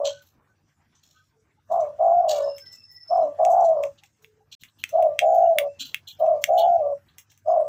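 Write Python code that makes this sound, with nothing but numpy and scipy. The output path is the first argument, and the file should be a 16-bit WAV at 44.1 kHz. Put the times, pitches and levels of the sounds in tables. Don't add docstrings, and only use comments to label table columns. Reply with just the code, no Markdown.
import sys
import numpy as np
from scipy import signal
from scipy.fft import rfft, irfft
from scipy.io import wavfile
from scipy.ndimage import uniform_filter1d

SR = 44100
rng = np.random.default_rng(int(sys.argv[2]) if len(sys.argv) > 2 else 0)


def how_loud(loudness_db):
    steps = np.asarray(loudness_db, float) / 20
    return 10 ** steps


def store_wav(level_fs):
    pcm = np.round(np.clip(np.atleast_2d(level_fs), -1, 1) * 32767)
    wavfile.write(sys.argv[1], SR, pcm.T.astype(np.int16))


N = 338687

# start in seconds, effort in dB, top pitch in Hz,
# seconds until the effort lets go, air noise in dB.
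SHORT_NOTES = [
    (1.69, -20, 693.5, 0.12, -19),
    (3.09, -17.5, 691, 0.13, -23),
    (4.92, -16, 658, 0.13, -32.5),
    (6.188, -17.5, 641, 0.13, -27),
    (7.451, -17.5, 646.7, .14, -26.5),
]
# start in seconds, top pitch in Hz, seconds until the steady top breaks,
# seconds until the breath ends, air noise in dB.
LONG_NOTES = [
    (-.41, 710, .24, 0.49, -29.5),
    (1.98, 706, 0.24, .5, -27),
    (3.375, 698.5, .355, .48, -25),
    (5.2, 683, .335, 0.4697, -44),
    (6.47, 695.8, 0.3, 0.46, -41),
]
# time in seconds, level in dB, pitch in Hz.
TIRING = [
    (.2, -2, 694.6),
    (.37, -8, 587.7),
    (.47, -11, 564),
]
# low edge in Hz, high edge in Hz, level in dB,
# flutter from 0 to 1.
THROAT_BANDS = [(1153, 1190, -21.5, 0), (1395, 1490, -39, 1)]
# time in seconds, peak in dB, upper ring in dB, top ring in dB, tail in dB.
SNAPS = [(2.582, -30, -4.5, -14, -24.5), (3.1724, -45, -2, -20, -24), (3.45, -21.5, -1.5, -23, -32),
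         (3.5287, -58.5, 22, 7, -28.5), (3.8365, -23.5, -17.5, -25, -30),
         (4.0356, -38.5, -13, -23.5, -22.5), (4.245, -37, -29, -25.5, -28), (4.6351, -31, -14, -20.5, -23),
         (4.8385, -9.5, -17, -26, -33.5), (4.8913, -33, -6, -12, -19.5), (5.0243, -32, -15, -13, -27.5),
         (5.1906, -2.5, -18.5, -29.5, -29.5), (5.5849, -6, -21, -17.5, -28),
         (5.9444, -8.5, -22, -23, -31.5), (6.2622, -43.5, -9.5, -38, -22), (6.4398, -3.5, -12.5, -21, -34),
         (7.183, -32, -3, -9, -19), (7.3173, -46.5, -9.5, -13, -22), (7.3757, -45, -2, -7, -26)]
# pitch in Hz, level in dB, t60 in seconds.
SNAP_MODES = [
    [(2343, -13.5, 0.014), (2575, -3.5, 0.0056), (2842, -6.5, 0.0088), (3370, -8, 0.0083),
     (4592, -13.5, 0.0028)],
    [(6200, -2.5, 0.0087), (6684, 0, 0.0093), (8070, 5.5, 0.0038)],
    [(9800, -5, 0.0097), (11700, 9, 0.0028), (14230, -1, 0.0046), (15400, 6, 0.004)],
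]
# start in seconds, level in dB.
BRUSHES = [
    (6.068, -41),
    (6.572, -34),
]
# start in seconds, peak in dB, upper band in dB, top band in dB, t60 in seconds.
SCUFFS = [(0.0459, -26, -7, -31, 0.24), (1.0277, -63, 0, -12, 0.69), (1.0987, -67, 0, -11, 0.41),
          (2.2842, -30, -3, -16.5, 0.35), (3.2211, -60.5, -2.5, -22.5, 0.25),
          (3.9775, -50, -12.5, -43, 0.099), (4.5164, -36.5, -9.5, -23, 0.2), (4.605, -51.5, -9.5, -9, 0.13),
          (4.6793, -55.5, -35, -17, 0.073), (4.7832, -52, -14.5, -12, 0.82),
          (5.7927, -27.5, -11.5, -23, 0.28), (5.849, -44, -27, -8.5, 0.21), (6.0736, -56.5, 9.5, 5, 0.19),
          (6.5764, -50, 7.5, 9, 0.13), (7.0818, -56, -37, -24.5, 0.17)]
# start in seconds, peak in dB, upper band in dB, top band in dB.
RUSTLES = [(0.2169, -63.5, -3, -1), (0.2604, -64, -1.5, 1), (0.9494, -66.5, 6.5, -21.5),
           (1.1578, -60.5, -23, -33), (1.7135, -58.5, 5.5, -0.5), (1.7994, -62, 10, -25.5),
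           (2.5594, -63, -7, 6), (2.6524, -57, -8, -17), (2.7194, -63, 13.5, 3), (2.9094, -76.5, 12.5, 16),
           (3.4384, -66.5, 12, 5.5), (3.4994, -64.5, 21, 10), (3.5994, -66, 18, -18.5),
           (3.6396, -54.5, 10, -25.5), (3.8254, -63, 15, -1), (4.0342, -66.5, 7, -5), (4.2194, -70, 8, 3.5),
           (5.3394, -59.5, 6, 5.5), (6.1894, -59, -7.5, 1), (6.4154, -55.5, 6, 4), (7.2963, -61, 3, -11.5)]
# low edge in Hz, high edge in Hz.
SCUFF_BANDS = [(2650, 4400), (5300, 8000), (10800, 15550), (1150, 2500), (3800, 7000)]
# time in seconds, peak in dB.
KNOCKS = [
    (2.166, -40),
    (4.625, -49.5),
    (5.565, -43),
    (6.706, -39.5),
]
# time in seconds, level in dB, pitch in Hz, throbs per second.
CRICKET = [
    (2.42, -68, 5180, 8.2),
    (2.448, -47.5, 5230, 17.8),
    (2.46, -50.5, 5205, 16.5),
    (2.732, -48, 5314, 17.8),
    (2.814, -54.5, 5260, 17.9),
    (3.102, -47.5, 5270, 15),
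    (3.28, -76.5, 5250, 17),
]
# start in seconds, length in seconds, pitch
# in Hz, level in dB.
FAINT_TONES = [(.08, .18, 1500, -58), (2.3, .12, 1390, -56), (2.37, .1, 1470, -58), (2.32, .11, 2300, -58),
               (2.36, .15, 1760, -60), (6.58, .05, 2300, -58), (6.075, .05, 2450, -63), (.47, .08, 1507, -69),
               (1.125, 0.14, 1250, -68), (1.14, 0.097, 1526, -64), (1.32, 0.042, 900, -69),
               (1.57, 0.029, 860, -68), (4.02, .04, 803, -63), (4.4, 0.041, 803, -62), (1.331, 0.12, 439, -66.5),
               (2.448, 0.14, 2800, -64.5), (2.6, .1, 1557, -62.5), (2.617, 0.18, 1990, -62),
               (2.851, .24, 1960, -62.5), (2.72, 0.17, 2646, -65.5), (3.207, 0.13, 286, -46.5),
               (4.166, 0.33, 437, -63.5), (5.414, 0.077, 2800, -60.5), (5.63, 0.19, 2660, -64.5),
               (5.795, 0.084, 268, -53.5), (7.47, .07, 6600, -64), (7.454, 0.096, 5010, -65.5),
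               (7.597, 0.027, 7780, -63)]
# frequency in Hz, level in dB per Hz.
YARD_SPECTRUM = [(25, -25.5), (55, -8), (95, -5.5), (260, -13), (500, -24), (1000, -25), (1600, -25),
                 (2200, -29.5), (4200, -37.5), (5500, -33), (8000, -39), (8800, -46.5), (15300, -49.5),
                 (15700, -76)]
# centre in Hz, width in Hz, level in dB.
HUM_LINES = [(97, 23, 1.5), (145, 14, -2.5), (203, 8.6, -13.5), (320, 5.5, -18.5)]
# start in seconds, end in seconds.
DROPOUT = (4.552, 4.594)

ATTACK_S, ATTACK_DB, START_HZ, JUMP_S = 0.034, -40.5, 599.6, 0.05
FLUTTER_START, FLUTTER_CALM, FLUTTER_LATE, FLUTTER_END, CALM_S = .85, .3, .62, .2, .04
WHISTLE_HZ, WHISTLE_SINK_HZ_PER_S, WHISTLE_DB, WHISTLE_FADE_DB_PER_S = 6980, 1900, -64, 55
SHORT_HELD_HZ, SHORT_REST_HZ, SHORT_SINK_S, SHORT_S = 640.5, 585, 0.044, .285
SHORT_FADE_DB_PER_S, SHORT_FLAP_HZ = 210.5, 95.55
LONG_DB, SWELL_DB, CLIMB, TOP_S, SAG_HZ_PER_S, LONG_FLAP_HZ = -15, -2, .07, .21, 190, 118.4
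BREAK_S, BREAK_DB = 0.011, -5
RELEASE_DB_PER_S, SLOWER_PER_S = 641, 8550
CALM_AIR_DB, LOW_AIR_DB = -13.5, -12
BRUSH_LO_HZ, BRUSH_HI_HZ, BRUSH_RISE_S, BRUSH_HOLD_S, BRUSH_FADE_DB_PER_S = 2800, 4360, 0.0085, .05, 330.5
SCUFF_RISE_S, RUSTLE_RISE_S, RUSTLE_T60_S = .016, .013, 0.23
HUM_DB, HUM_FOLLOWS, HISS_DB, HISS_FOLLOWS = -70.5, .25, -68.5, 0.19
OPEN_FROM_DB, CLOSE_DB_PER_S = -66.5, 158.5


def evened(x):
    return x / np.sqrt(np.mean(abs(x) ** 2) + 1e-20)


def add(mix, s, sound):
    part = mix[round(s * SR):][:len(sound)]
    part += sound[:len(part)]


def curve(rows, t):
    s, *columns = np.transpose(rows)
    return [np.interp(t, s, c) for c in columns]


def phase(hz):
    return 2 * np.pi * np.cumsum(hz) / SR


def coloured(count, points):
    hz = np.fft.rfftfreq(count, 1 / SR)
    f, db = np.transpose(points)
    colour = how_loud(np.interp(np.log(hz + 1), np.log(f), db))
    return evened(irfft(rfft(rng.standard_normal(count)) * colour, count))


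def drift(count, hz):
    b, a = signal.butter(3, hz, fs=SR)
    return evened(signal.lfilter(b, a, rng.standard_normal(count + 4000))[4000:])


def band(x, lo_hz, hi_hz):
    return signal.sosfilt(signal.butter(3, [lo_hz, hi_hz], "band", fs=SR, output="sos"), x)


def flutter(count, depth, flap_hz, unsteady):
    flap = phase(flap_hz * (1 + .22 * drift(count, 20)))
    halving = np.clip(unsteady + .35 * drift(count, 14), 0, 1.4)
    shake = depth * (.75 * np.exp(1j * flap) + .18 * np.exp(-1j * flap))
    shake += halving * (.95 * np.exp(1j * (flap / 2 + 1.2)) + .3 * np.exp(-1j * flap / 2))
    shake += .33 * (drift(count, 45) + 1j * drift(count, 45))
    body = 1 + depth * shake
    body *= np.tanh(abs(body) / 2.8) / (abs(body) + 1e-9)
    return body / np.sqrt(uniform_filter1d(abs(body) ** 2, size=2600))


def coo(t, effort_db, hz, rasp_db, depth, flap_hz, whistle_db, whistle_hz, unsteady):
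    count = len(t)
    note = phase(hz * (1 + .01 * drift(count, 44)))
    body = flutter(count, depth, flap_hz, unsteady)
    tone = band(np.sqrt(2) * (body * np.exp(1j * note)).real, 455, 870)
    puffs = rng.standard_normal(count) * abs(body)
    rasp = evened(band(band(puffs, 800, 1180), 400, 1250))
    overtone = np.zeros(count)
    for lo_hz, hi_hz, db, mix in THROAT_BANDS:
        octave = ((1 - mix + mix * body ** 2) * np.exp(2j * note)).real
        overtone += how_loud(db) * band(octave, lo_hz, hi_hz)
    whistle = abs(body) ** 2 * np.cos(phase(whistle_hz + 0 * t))
    chest = evened(band(rng.standard_normal(count) * abs(body), 403.7, 530))
    chest_db = -14 + .6 * rasp_db - (hz - 570) / 13
    voice = tone + how_loud(chest_db) * chest + how_loud(rasp_db) * rasp + overtone + how_loud(whistle_db) * whistle
    return t[0], how_loud(effort_db) * voice * signal.windows.tukey(count, .03)


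def attack_db(t):
    return ATTACK_DB * np.clip(1 - t / ATTACK_S, 0, 2) ** 2


def short_note(start, effort_db, top_hz, let_go, air_db):
    t = np.arange(-.012, SHORT_S, 1 / SR)
    db = effort_db + attack_db(t) - SHORT_FADE_DB_PER_S * np.maximum(t - let_go - .01, 0)
    hz = np.interp(t, [0, JUMP_S, let_go, let_go + SHORT_SINK_S],
                   [START_HZ, top_hz, SHORT_HELD_HZ, SHORT_REST_HZ])
    depth = np.interp(t, [0, SHORT_S], [FLUTTER_START, FLUTTER_LATE])
    return coo(start + t, db, hz, air_db, depth, SHORT_FLAP_HZ, -75, WHISTLE_HZ, .85)


def long_note(start, top_hz, breaks, end, air_db):
    t = np.arange(max(-.012, -start), end + .17, 1 / SR)
    broken = np.clip((t - breaks) / BREAK_S, 0, 1)
    tired_db, tired_hz = curve(TIRING, t)
    release = RELEASE_DB_PER_S - SLOWER_PER_S * (end - .455)
    swell_db = np.interp(t, [0, TOP_S], [SWELL_DB, 0])
    db = LONG_DB + attack_db(t) + (1 - broken) * swell_db + broken * tired_db
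    db += BREAK_DB * np.exp(-((t - breaks - BREAK_S) / BREAK_S) ** 2)
    db -= release * np.maximum(t - end, 0)
    hz = np.interp(t, [0, JUMP_S, TOP_S], [START_HZ, (1 - CLIMB) * top_hz, top_hz])
    hz -= SAG_HZ_PER_S * how_loud(0.37 * (air_db + 42)) * np.maximum(t - TOP_S, 0)
    hz += np.clip((t - breaks) / .04, 0, 1) * (tired_hz - hz)
    calm = np.exp(-((t - breaks + CALM_S) / CALM_S) ** 4)
    depth = np.interp(t, [0, breaks, end, end + .06], [FLUTTER_START, .7, FLUTTER_LATE, FLUTTER_END])
    depth += (FLUTTER_CALM - depth) * calm
    low = np.clip((t - .3) / 0.12, 0, 1)
    rasp_db = air_db + (LOW_AIR_DB - air_db) * .45 * low + CALM_AIR_DB * calm
    whistle_db = WHISTLE_DB - air_db / 2 - WHISTLE_FADE_DB_PER_S * abs(t - .08) + attack_db(t - .03)
    whistle_hz = WHISTLE_HZ - WHISTLE_SINK_HZ_PER_S * t
    unsteady = np.clip((air_db + 120) / 90, 0, 1.1)
    return coo(start + t, db, hz, rasp_db, depth, LONG_FLAP_HZ, whistle_db, whistle_hz, unsteady)


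def snap(s, db, upper_db, top_db, tail_db):
    t = np.arange(5000) / SR
    ring = np.zeros(len(t))
    for group, group_db in zip(SNAP_MODES, (0, upper_db, top_db)):
        for hz, mode_db, t60 in group:
            tuned_hz = hz * rng.uniform(0.9, 0.99)
            ring += how_loud(group_db + mode_db - 60 * t / t60) * np.sin(2 * np.pi * tuned_hz * t)
    ring *= 1 - np.exp(-t / 0.00038)
    ring = band(ring, 1300, 16500)
    ring /= abs(ring).max()
    echo = rng.standard_normal(len(t)) * how_loud(-60 * t / .13)
    echo *= np.clip(t / .004, 0, 1) * np.clip((.1 - t) / .06, 0, 1)
    tail = signal.oaconvolve(echo, ring[:400])[:len(t)]
    tail *= how_loud(tail_db) / np.std(tail[200:1000])
    slip = tail[700:0:-1] * np.linspace(0, 1, num=700) ** 5.7 * how_loud(-3.5)
    return s + .0004 - 700 / SR, how_loud(db) * np.concatenate([slip, ring + tail])


def brush(s, db):
    t = np.arange(9000) / SR
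    hz = np.fft.rfftfreq(len(t), 1 / SR)
    streaks = how_loud(5 * evened(uniform_filter1d(rng.standard_normal(len(hz)), size=20)))
    air = rfft(rng.standard_normal(len(t))) * streaks * (hz > BRUSH_LO_HZ) * (hz < BRUSH_HI_HZ)
    low = irfft(air * (hz < 3600), len(t))
    high = irfft(air * (hz >= 3600), len(t))
    fade_db = -BRUSH_FADE_DB_PER_S * np.maximum(t - BRUSH_HOLD_S, 0)
    shape = how_loud(db - 60 * t) * np.minimum(t / BRUSH_RISE_S, 1) ** 2
    return s, shape * (how_loud(fade_db) * low + how_loud(4.2 * fade_db) * high) / np.std(low + high)


def scuff(s, db, upper_db, top_db, rise, t60):
    count = 12000
    t = np.arange(count) / SR
    hz = np.fft.rfftfreq(count, 1 / SR)
    streaks_db = 4.6 * evened(uniform_filter1d(rng.standard_normal(count // 2 + 1), size=30))
    air = rfft(rng.standard_normal(count)) * how_loud(streaks_db)
    parts = []
    for lo, hi in SCUFF_BANDS:
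        passed = np.tanh((hz - lo) / lo * 14) - np.tanh((hz - hi) / hi * 14)
        parts.append(evened(irfft(air * passed, count)))
    body, upper, top, dull, wide = parts
    shape = np.clip(t / rise, 0, 1) ** 2 * how_loud(-60 * np.maximum(t - rise, 0) / t60)
    spill = how_loud(min(upper_db, 0) - 3.5) * wide
    spill += how_loud(min(upper_db, 0) - 10) * dull * np.clip(t / 0.045, 0, 1)
    puff = body + how_loud(upper_db) * upper + how_loud(top_db) * top + spill
    return s - .006, how_loud(db - 6) * shape * puff * how_loud(2.5 * drift(count, 90))


def knock(s, db):
    t = np.arange(1500) / SR
    return s, how_loud(db) * (np.sin(2 * np.pi * 210 * t) * np.exp(-t / .004) + .3 * np.exp(-t / .0003))


def cricket():
    t = np.arange(CRICKET[0][0], CRICKET[-1][0], 1 / SR)
    db, hz, throbs = curve(CRICKET, t)
    stroke = phase(throbs) + 2 * np.pi * 0.19
    throb = (1 - .6 * np.cos(stroke)) * (1 + .4 * drift(len(t), 120))
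    hz = hz * (1 - .006 * np.sin(stroke))
    turn = phase(hz * (1 + .008 * drift(len(t), 150)))
    return t[0], how_loud(db) * evened(throb * (np.cos(turn) + how_loud(-33) * np.cos(2 * turn)))


def faint_tone(s, length, hz, db):
    count = round(length * SR)
    turn = phase(hz + (8 + hz / 150) * drift(count, 50))
    return s, how_loud(db + 3.5 * drift(count, 40)) * np.cos(turn) * signal.windows.tukey(count, .6)


def patchy(shape, bins, frames):
    blotches = uniform_filter1d(rng.standard_normal(shape), size=bins, axis=0)
    return evened(uniform_filter1d(blotches, size=frames, axis=1))


def yard(opened_db):
    lines = np.zeros(N)
    for f, w, db in HUM_LINES:
        lines += how_loud(db) * evened(band(rng.standard_normal(N), f - w / 2, f + w / 2))
    wide = coloured(N, YARD_SPECTRUM)
    rumble = how_loud(-1.5 + 4.5 * drift(N, 9)) * evened(band(wide, 18, 350))
    hum = evened(lines + rumble)
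    z = signal.stft(band(wide, 460, 16000), SR, nperseg=512)[2]
    patches = patchy(z.shape, 3, 16) + .9 * patchy(z.shape, 45, 10)
    hiss = signal.istft(z * how_loud(3.6 * patches), SR, nperseg=512)[1][:N]
    hiss /= np.std(band(hiss, 1000, 15000))
    hum_db = HUM_DB + HUM_FOLLOWS * opened_db
    hiss_db = HISS_DB + HISS_FOLLOWS * opened_db - 7.5
    return how_loud(hum_db) * hum + how_loud(hiss_db) * hiss


def walls_echo(dove):
    t = np.arange(6000) / SR
    walls = rng.standard_normal(len(t)) * how_loud(-60 * t / .14) * (t > .004)
    return signal.oaconvolve(dove, walls / np.linalg.norm(walls))[:N]


def suppression_opening(heard):
    loud_db = 10 * np.log10(abs(uniform_filter1d(heard ** 2, size=2000)) + 1e-12)
    closing = CLOSE_DB_PER_S * np.arange(N) / SR
    held_db = np.maximum.accumulate(loud_db + closing) - closing
    return uniform_filter1d(np.maximum(held_db - OPEN_FROM_DB, 0), size=3000)


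def scene():
    dove, near = np.zeros(N), np.zeros(N)
    for source, table in ((short_note, SHORT_NOTES), (long_note, LONG_NOTES)):
        for row in table:
            add(dove, *source(*row))
    for source, table in ((snap, SNAPS), (brush, BRUSHES), (knock, KNOCKS), (faint_tone, FAINT_TONES)):
        for row in table:
            add(near, *source(*row))
    for s, db, upper_db, top_db, t60 in SCUFFS:
        add(near, *scuff(s, db, upper_db, top_db, SCUFF_RISE_S, t60))
    for row in RUSTLES:
        add(near, *scuff(*row, RUSTLE_RISE_S, RUSTLE_T60_S))
    add(near, *cricket())
    heard = dove + how_loud(-13) * walls_echo(dove) + near
    return (heard + yard(suppression_opening(heard)))[None]


def roll_off(x):
    return signal.sosfilt(signal.butter(12, 16640, fs=SR, output="sos"), x)


def record(dry):
    t = np.arange(N) / SR
    open_gain = np.clip(np.maximum((DROPOUT[0] - t) / .001, (t - DROPOUT[1]) / .02), 0, 1)
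    b, a = signal.iirpeak(14900, 5.5, fs=SR)
    dry = dry + 1.3 * signal.lfilter(b, a, dry)
    dry = signal.oaconvolve(dry, signal.firwin(101, 15900, fs=SR)[None], "same")
    return roll_off(dry * open_gain)


dry = scene()
out = record(dry)
store_wav(out)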